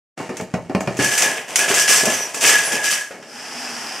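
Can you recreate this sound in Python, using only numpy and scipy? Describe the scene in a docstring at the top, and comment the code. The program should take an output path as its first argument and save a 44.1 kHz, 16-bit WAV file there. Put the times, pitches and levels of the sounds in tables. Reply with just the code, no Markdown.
"""A small office: a cat bounds over cardboard boxes, leaps into a metal window blind and scrambles up.
Paws thump the lids; the slats clash in dense bursts, snap, squeak and ring the head rail,
and the blind bumps the window. The cat drops back down to the carpet,
and a smooth sliding hiss with a faint sinking hum swells up."""
import sys
import numpy as np
from scipy import signal
from scipy.fft import rfft, irfft
from scipy.io import wavfile
from scipy.ndimage import uniform_filter1d, minimum_filter1d

SR = 44100
rng = np.random.default_rng(int(sys.argv[2]) if len(sys.argv) > 2 else 0)


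def put_to_file(sound):
    """Save the sound as 16-bit audio at rate SR, in the file named by the first command-line argument."""
    columns = np.atleast_2d(sound).T  # one column per channel
    safe = np.clip(columns, -1, 1)
    whole_steps = np.round(safe * 32767)
    wavfile.write(sys.argv[1], SR, whole_steps.astype(np.int16))


N = 176400
T = np.arange(N) / SR

# Dull knock of paws and window bumps. Each row: frequency in Hz, relative level in dB.
KNOCK_SPECTRUM = [(35, -20), (80, -41), (120, -6), (230, -1.5), (320, -4), (540, -2.5), (750, -8.5),
                  (1100, -11.5), (1800, -22.5), (4000, -52.5)]


def undb(db):
    return 10 ** (np.asarray(db) / 20)


def unit(x):
    """Scale to rms 1."""
    return x / np.sqrt(np.mean(x ** 2))


def curve(rows, column=1):
    """One table column, linearly interpolated in time."""
    rows = np.array(rows)
    return np.interp(T, rows[:, 0], rows[:, column])


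def add(out, start_s, sound):
    start = int(start_s * SR)
    out[start:start + len(sound)] += sound[:N - start]


def convolve(x, response):
    return signal.fftconvolve(x, response)[:N]


def colour(x, spectrum, keep_power=True):
    """Minimum-phase filter through (Hz, dB) points."""
    size = 4096
    hz, db = np.array(spectrum).T
    gain = undb(np.interp(np.log(np.fft.rfftfreq(size, 1 / SR) + 1), np.log(hz), db))
    cepstrum = irfft(np.log(unit(gain) if keep_power else gain))
    cepstrum[1:size // 2] *= 2
    cepstrum[size // 2 + 1:] = 0
    return convolve(x, irfft(np.exp(rfft(cepstrum))))


def clicks(per_s, scatter_db):
    """Random contacts of uneven size, with steady power over 40 ms."""
    hits = rng.random(N) < per_s / SR
    x = hits * undb(scatter_db * rng.standard_normal(N)) * rng.choice([-1, 1], N)
    return x / np.sqrt(uniform_filter1d(x ** 2, size=1764) + 1e-4)


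def ring(modes):
    """Half a second of decaying modes (Hz, dB, t60 s)."""
    t = T[:SR // 2]
    return sum(undb(db) * np.sin(2 * np.pi * hz * t) * np.exp(-np.log(1000) * t / t60_s)
               for hz, db, t60_s in modes)


def bursts(contacts, swell_share=0):
    """Decaying noise per contact (start s, dB, decay s), swelling for a share of its decay."""
    power = np.zeros(N)
    t = T[:SR // 2]
    for start_s, db, decay_s in contacts:
        swell = np.minimum(t / (swell_share * decay_s + 1 / SR), 1)
        add(power, start_s, (undb(db) * swell * np.exp(-t / decay_s)) ** 2)
    return np.sqrt(power) * rng.standard_normal(N)


def waver(smooth_samples, length=N):
    """Smoothed noise, rms 1."""
    return unit(uniform_filter1d(rng.standard_normal(length), size=smooth_samples))


def tail(decay_s):
    """Scattered reflections with unit energy."""
    t = T[:SR // 2]
    response = rng.standard_normal(len(t)) * np.exp(-t / decay_s) * (1 - np.exp(-t * 10 / decay_s))
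    return response / np.sqrt(np.sum(response ** 2))


def brushing():
    """Fur and feet brush the boxes between steps."""
    # Each row: time in seconds, level in dB.
    levels = [(.16, -100), (.178, -29.5), (.27, -36), (.33, -40.5), (.39, -34.5), (.46, -44), (.68, -45.5),
              (.95, -32.5), (1.05, -43)]
    # Each row: frequency in Hz, relative level in dB.
    spectrum = [(50, -21), (170, 9), (400, 7.5), (900, 1.5), (2700, -5), (4000, -15), (5500, -9.5),
                (8000, -12.5), (15000, -36)]
    touching = (T > levels[0][0]) & (T < levels[-1][0])
    return colour(clicks(per_s=3000, scatter_db=5.2) * undb(curve(levels)) * touching, spectrum)


def paws():
    """Paws boom, knock and scuff the box lids; the last two steps thud softly and scuff on the carpet."""
    # Each row: start in seconds, pitch in Hz, boom, knock and scuff in dB, contact in seconds.
    steps = [(.199, 216, -35, -19.5, -39, 0.0054), (0.292, 193, -25, -25, -30, 0.015),
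             (0.399, 225, -27, -18.5, -26, 0.0032), (0.421, 187, -21, -47, -53, 0.0053),
             (.539, 175, -10.5, -17.5, -23, 0.0082), (0.697, 277, -17.5, -22.5, -33.5, 0.007),
             (.749, 192, -6, -11, -15.5, 0.0035), (0.807, 204, -29, -16.5, -20.5, 0.003),
             (0.874, 145, -16.5, -16.5, -21, 0.0066), (.990, 289, -10.5, -21, -21.5, 0.0085),
             (0.998, 149, -14.5, -19.5, -17, 0.017), (3.108, 534, -27, -36.5, -36.5, 0.054),
             (3.225, 426, -54, -58, -34.5, 0.015)]
    # Each row: multiple of the step's pitch, level in dB, t60 in seconds.
    boom_modes = [(0.602, -28, 0.65), (.82, -35, 0.28), (0.998, 1.5, 0.091), (1.27, -9, 0.18),
                  (2.72, -13, 0.17)]
    # Each row: frequency in Hz, relative level in dB.
    scuff_spectrum = [(300, -42), (900, -9), (1600, 6.5), (2600, 3), (4000, -13), (5500, -5.5), (8500, -14),
                      (15000, -40)]
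    swell_share = 0.044  # padded paws press in gradually
    boom, knocks, scuffs = np.zeros(N), [], []
    for start_s, pitch_hz, boom_db, knock_db, scuff_db, contact_s in steps:
        modes = [(pitch_hz * ratio, db, t60_s) for ratio, db, t60_s in boom_modes]
        add(boom, start_s, undb(boom_db) * ring(modes))
        knocks.append((start_s, knock_db, 3.2 * contact_s))
        scuffs.append((start_s, scuff_db, contact_s))
    knock = colour(bursts(knocks, swell_share), KNOCK_SPECTRUM)
    scuff = colour(bursts(scuffs, swell_share), scuff_spectrum)
    return boom + knock + scuff


def snaps():
    """Claws and slats snap: short, bright noise bursts."""
    # Each row: start in seconds, level in dB, decay in seconds.
    contacts = [(.369, -24, 0.0061), (.411, -25, 0.0024), (.8067, -22.5, 0.002), (.969, -28, 0.018),
                (1.177, -10, 0.019), (1.222, -7.5, 0.0075), (1.558, -3.5, 0.0063), (1.592, -9, 0.0048),
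                (1.741, -12, 0.025), (2.055, -8, 0.0049), (2.345, -18.5, 0.0077), (2.41, -15.5, 0.01)]
    # Each row: frequency in Hz, relative level in dB.
    spectrum = [(400, -15.5), (1400, -1.5), (2600, 4), (4000, -8.5), (5300, 0), (6400, 5), (8000, 0.5),
                (11000, -7.5), (15500, -22)]
    return colour(bursts(contacts), spectrum)


def squeaks():
    """Skidding claws and slat edges give thin, unsteady whistles with a weak octave."""
    # Each row: start and length in seconds, first and last pitch in Hz, level in dB.
    skids = [(0.802, 0.018, 7000, 6320, -32), (2.122, 0.0405, 6370, 6130, -21),
             (2.171, 0.096, 5830, 5800, -25.5), (2.64, 0.047, 9900, 10530, -22.5)]
    out = np.zeros(N)
    for start_s, length_s, first_hz, last_hz, db in skids:
        progress = np.clip((T - start_s) / length_s, 0, 1)
        pitch_hz = (first_hz + (last_hz - first_hz) * progress) * (1 + 0.03 * waver(40))
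        phase = 2 * np.pi * np.cumsum(pitch_hz) / SR
        envelope = undb(db) * np.sqrt(np.abs(np.sin(np.pi * progress)))
        out += envelope * (np.sin(phase) + undb(-16) * np.sin(2 * phase))
    return out


def shaking():
    """Clash, clack and rattle envelopes: each pull or kick swells and settles; their powers add."""
    # Each row: start, rise and decay in seconds, then clash, clack and rattle in dB.
    shakes = [(0.973, 0.069, 0.07, -20, -22, -37), (1.101, 0.02, 0.083, -21, -24, -28.5),
              (1.197, 0.028, 0.099, -21.5, -20.5, -22), (1.365, 0.011, 0.017, -38, -25.5, -28.5),
              (1.473, 0.017, 0.61, -34.5, -33.5, -32.5), (1.581, 0.016, 0.062, -19.5, -20.5, -24.5),
              (1.673, 0.022, 0.069, -19.5, -17.5, -20.5), (1.74, 0.046, 0.07, -15, -21.5, -30.5),
              (1.871, 0.018, 0.063, -8.5, -13.5, -22), (1.935, 0.032, 0.083, -16.5, -22, -26.5),
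              (2.05, 0.057, 0.095, -22.5, -23, -28), (2.17, 0.037, 0.12, -32, -34, -33),
              (2.335, 0.01, 0.17, -28.5, -34, -30.5), (2.411, 0.02, 0.16, -15.5, -17.5, -23),
              (2.424, 0.044, 0.038, -8.5, -12, -22), (2.519, 0.017, 0.091, -20, -21, -34),
              (2.63, 0.035, 0.39, -27, -32, -30), (2.712, 0.012, 0.062, -24, -22.5, -28),
              (2.824, 0.02, 0.082, -19, -22, -36.5), (2.899, 0.023, 0.041, -17.5, -22.5, -32)]
    rest_s = 0.27  # friction stops the slats about this long after a shake
    powers = np.zeros((3, N))
    t = T[:SR]
    for start_s, rise_s, decay_s, *levels_db in shakes:
        swell = np.minimum(t / rise_s, 1) ** 2
        settle = np.exp(-2 * np.maximum(t - rise_s, 0) / decay_s - (t / rest_s) ** 2)
        for power, db in zip(powers, levels_db):
            add(power, start_s, undb(db) ** 2 * swell * settle)
    return np.sqrt(powers)


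def sway(depth_db=2, step_s=0.015):
    """Gain that wanders as slats meet and part."""
    knots = rng.standard_normal(1024)
    return undb(depth_db * np.interp(T / step_s, np.arange(len(knots)), knots))


def slats():
    """Shaken slats clash and clack in dense showers and rattle against the frame."""
    # Treble, mid and low spectra. Each row: frequency in Hz, relative level in dB.
    clash_spectrum = [(1500, -31), (3000, -4), (4050, -12.5), (4800, -2.5), (6300, -0.5), (8800, -4),
                      (11500, -14), (13200, -14.5), (15500, -44)]
    clack_spectrum = [(700, -16.5), (1250, -1.5), (2000, 4.5), (2550, 2.5), (3200, 0.5), (3900, -10.5),
                      (6000, -31)]
    rattle_spectrum = [(40, -46), (85, -44.5), (120, -12.5), (250, -6), (650, 0.5), (1000, -5), (1400, -18),
                       (2500, -57)]
    clash_gain, clack_gain, rattle_gain = shaking()
    clash = colour(clicks(per_s=1500, scatter_db=3.8) * clash_gain * sway(), clash_spectrum)
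    clack = colour(clicks(per_s=1000, scatter_db=3.8) * clack_gain, clack_spectrum)
    rattle = colour(clicks(per_s=900, scatter_db=3.7) * rattle_gain, rattle_spectrum)
    return clash + clack + rattle


def head_rail():
    """Each jolt rings the rail; its close modes beat, and the shifting load makes their pitch waver."""
    # Each row: start in seconds, level in dB.
    jolts = [(0.991, -12.5), (1.041, -12), (1.115, -9.5), (1.234, -9), (1.594, -10), (1.772, -6.5),
             (1.842, -15), (1.882, -8), (1.99, -12), (2.065, -15.5), (2.2, -23.5), (2.345, -22.5),
             (2.452, -9), (2.525, -5.5), (2.614, -19), (2.71, -11), (2.772, -11), (2.86, -13),
             (2.941, -17.5), (2.974, -19.5)]
    # Each row: frequency in Hz, level in dB, t60 in seconds.
    modes = [(1692, -2.5, .22), (1660, -9.5, .5), (1735, -7, .14)]
    rise_s, detune, roughness = 0.008, 0.007, 0.014
    out = np.zeros(N)
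    t = T[:SR // 2]
    for start_s, db in jolts:
        speed = 1 + roughness * waver(300, len(t)) + detune * rng.standard_normal()
        ringing = np.interp(np.cumsum(speed) / SR, t, ring(modes))
        add(out, start_s, undb(db) * np.minimum(t / rise_s, 1) * ringing)
    return out


def window_bumps(t60_s=0.15):
    """The blind bumps the window: a dull knock with one short resonance."""
    # Each row: start in seconds, knock in dB, decay in seconds, pitch in Hz, ring in dB.
    blows = [(1.588, -25.5, 0.022, 445, -36), (1.705, -29, .012, 391, -14), (2.032, -19, 0.045, 307, -34),
             (2.07, -20, 0.047, 226, -19.5), (2.736, -20, 0.009, 429, -21.5)]
    out = colour(bursts([blow[:3] for blow in blows]), KNOCK_SPECTRUM)
    for start_s, _, _, hz, ring_db in blows:
        add(out, start_s, ring([(hz, ring_db, t60_s)]))
    return out


def sliding():
    """A smooth hiss with fine high chatter and a faint sinking hum."""
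    # Each row: time in seconds, level in dB.
    hiss_levels = [(3.15, -56), (3.28, -42.5), (3.36, -35), (3.48, -33), (3.62, -29.5), (4.0, -31)]
    # Each row: frequency in Hz, relative level in dB.
    hiss_spectrum = [(60, -45), (130, -9), (300, -3), (520, -4.5), (800, 3.5), (1100, -3.5), (1720, 2),
                     (2100, -3), (3100, -3.5), (4200, -21), (4900, -6.5), (5350, 0), (6300, -8),
                     (8500, -10.5), (13500, -26), (15500, -56)]
    # Each row: time in seconds, pitch in Hz, level in dB.
    hum_track = [(3.3, 251, -59), (3.35, 247.6, -42.5), (3.68, 242, -37.5), (3.77, 238, -39),
                 (4.0, 225, -56)]
    chatter_hz, chatter_t60_s, chatter_db = 5000, 0.0089, -7
    tick = ring([(chatter_hz, 0, chatter_t60_s)])
    chatter = undb(chatter_db) * unit(convolve(clicks(per_s=170, scatter_db=1.8), tick))
    hiss = (colour(rng.standard_normal(N), hiss_spectrum) + chatter) * undb(curve(hiss_levels))
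    hum_hz = curve(hum_track) * (1 + 0.043 * waver(400))
    hum = np.sin(2 * np.pi * np.cumsum(hum_hz) / SR) * undb(curve(hum_track, column=2))
    fade_in = np.clip((T - hiss_levels[0][0]) / 0.05, 0, 1)
    return (hiss + hum) * fade_in


def room(direct, scattered, wet_db, split_hz):
    """Direct and side-scattered sound plus a tail whose treble dies first; wider towards the treble."""
    # Each row: frequency in Hz, side-channel gain in dB.
    side_spectrum = [(60, -15), (1000, -17.5), (2200, -15.5), (4000, -10.5), (6000, -8.5), (8500, -6),
                     (12000, -0.5)]

    def band_tail(kind, t60_s):
        sos = signal.butter(2, split_hz, kind, fs=SR, output="sos")
        return signal.sosfilt(sos, tail(t60_s / np.log(1000)))

    def reflections(x):
        return undb(wet_db) * convolve(x, band_tail("low", t60_s=0.41) + band_tail("high", t60_s=0.17))

    mid = direct + reflections(scattered)
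    side = colour(scattered + reflections(direct), side_spectrum, keep_power=False)
    return np.array([mid + side, mid - side]) / np.sqrt(1 + undb(2 * wet_db))


def scene():
    """Thumps and clatter in the office, in stereo."""
    def clatter():
        return slats() + head_rail() + snaps() + squeaks() + sliding()

    thumps = paws() + brushing() + window_bumps()
    early = convolve(thumps, tail(decay_s=0.003))
    room_thumps = room(thumps, early, wet_db=-3, split_hz=420)  # near the carpet only the bass lingers
    room_clatter = room(clatter(), clatter(), wet_db=-0.5, split_hz=2670)  # two draws for width
    return room_thumps + room_clatter


def record(dry):
    """The small microphone loses the deep bass; a fast limiter holds the peaks; the top is cut."""
    low_hz, top_hz, limiter_samples = 113, 15600, 128
    thin = signal.sosfilt(signal.butter(2, low_hz, "high", fs=SR, output="sos"), dry)
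    peak = np.maximum(np.abs(thin).max(axis=0), 1)
    gain = uniform_filter1d(minimum_filter1d(1 / peak, limiter_samples), limiter_samples)
    return signal.sosfilt(signal.ellip(10, 0.1, 90, top_hz, fs=SR, output="sos"), thin * gain)


dry = scene()
out = record(dry)
put_to_file(out)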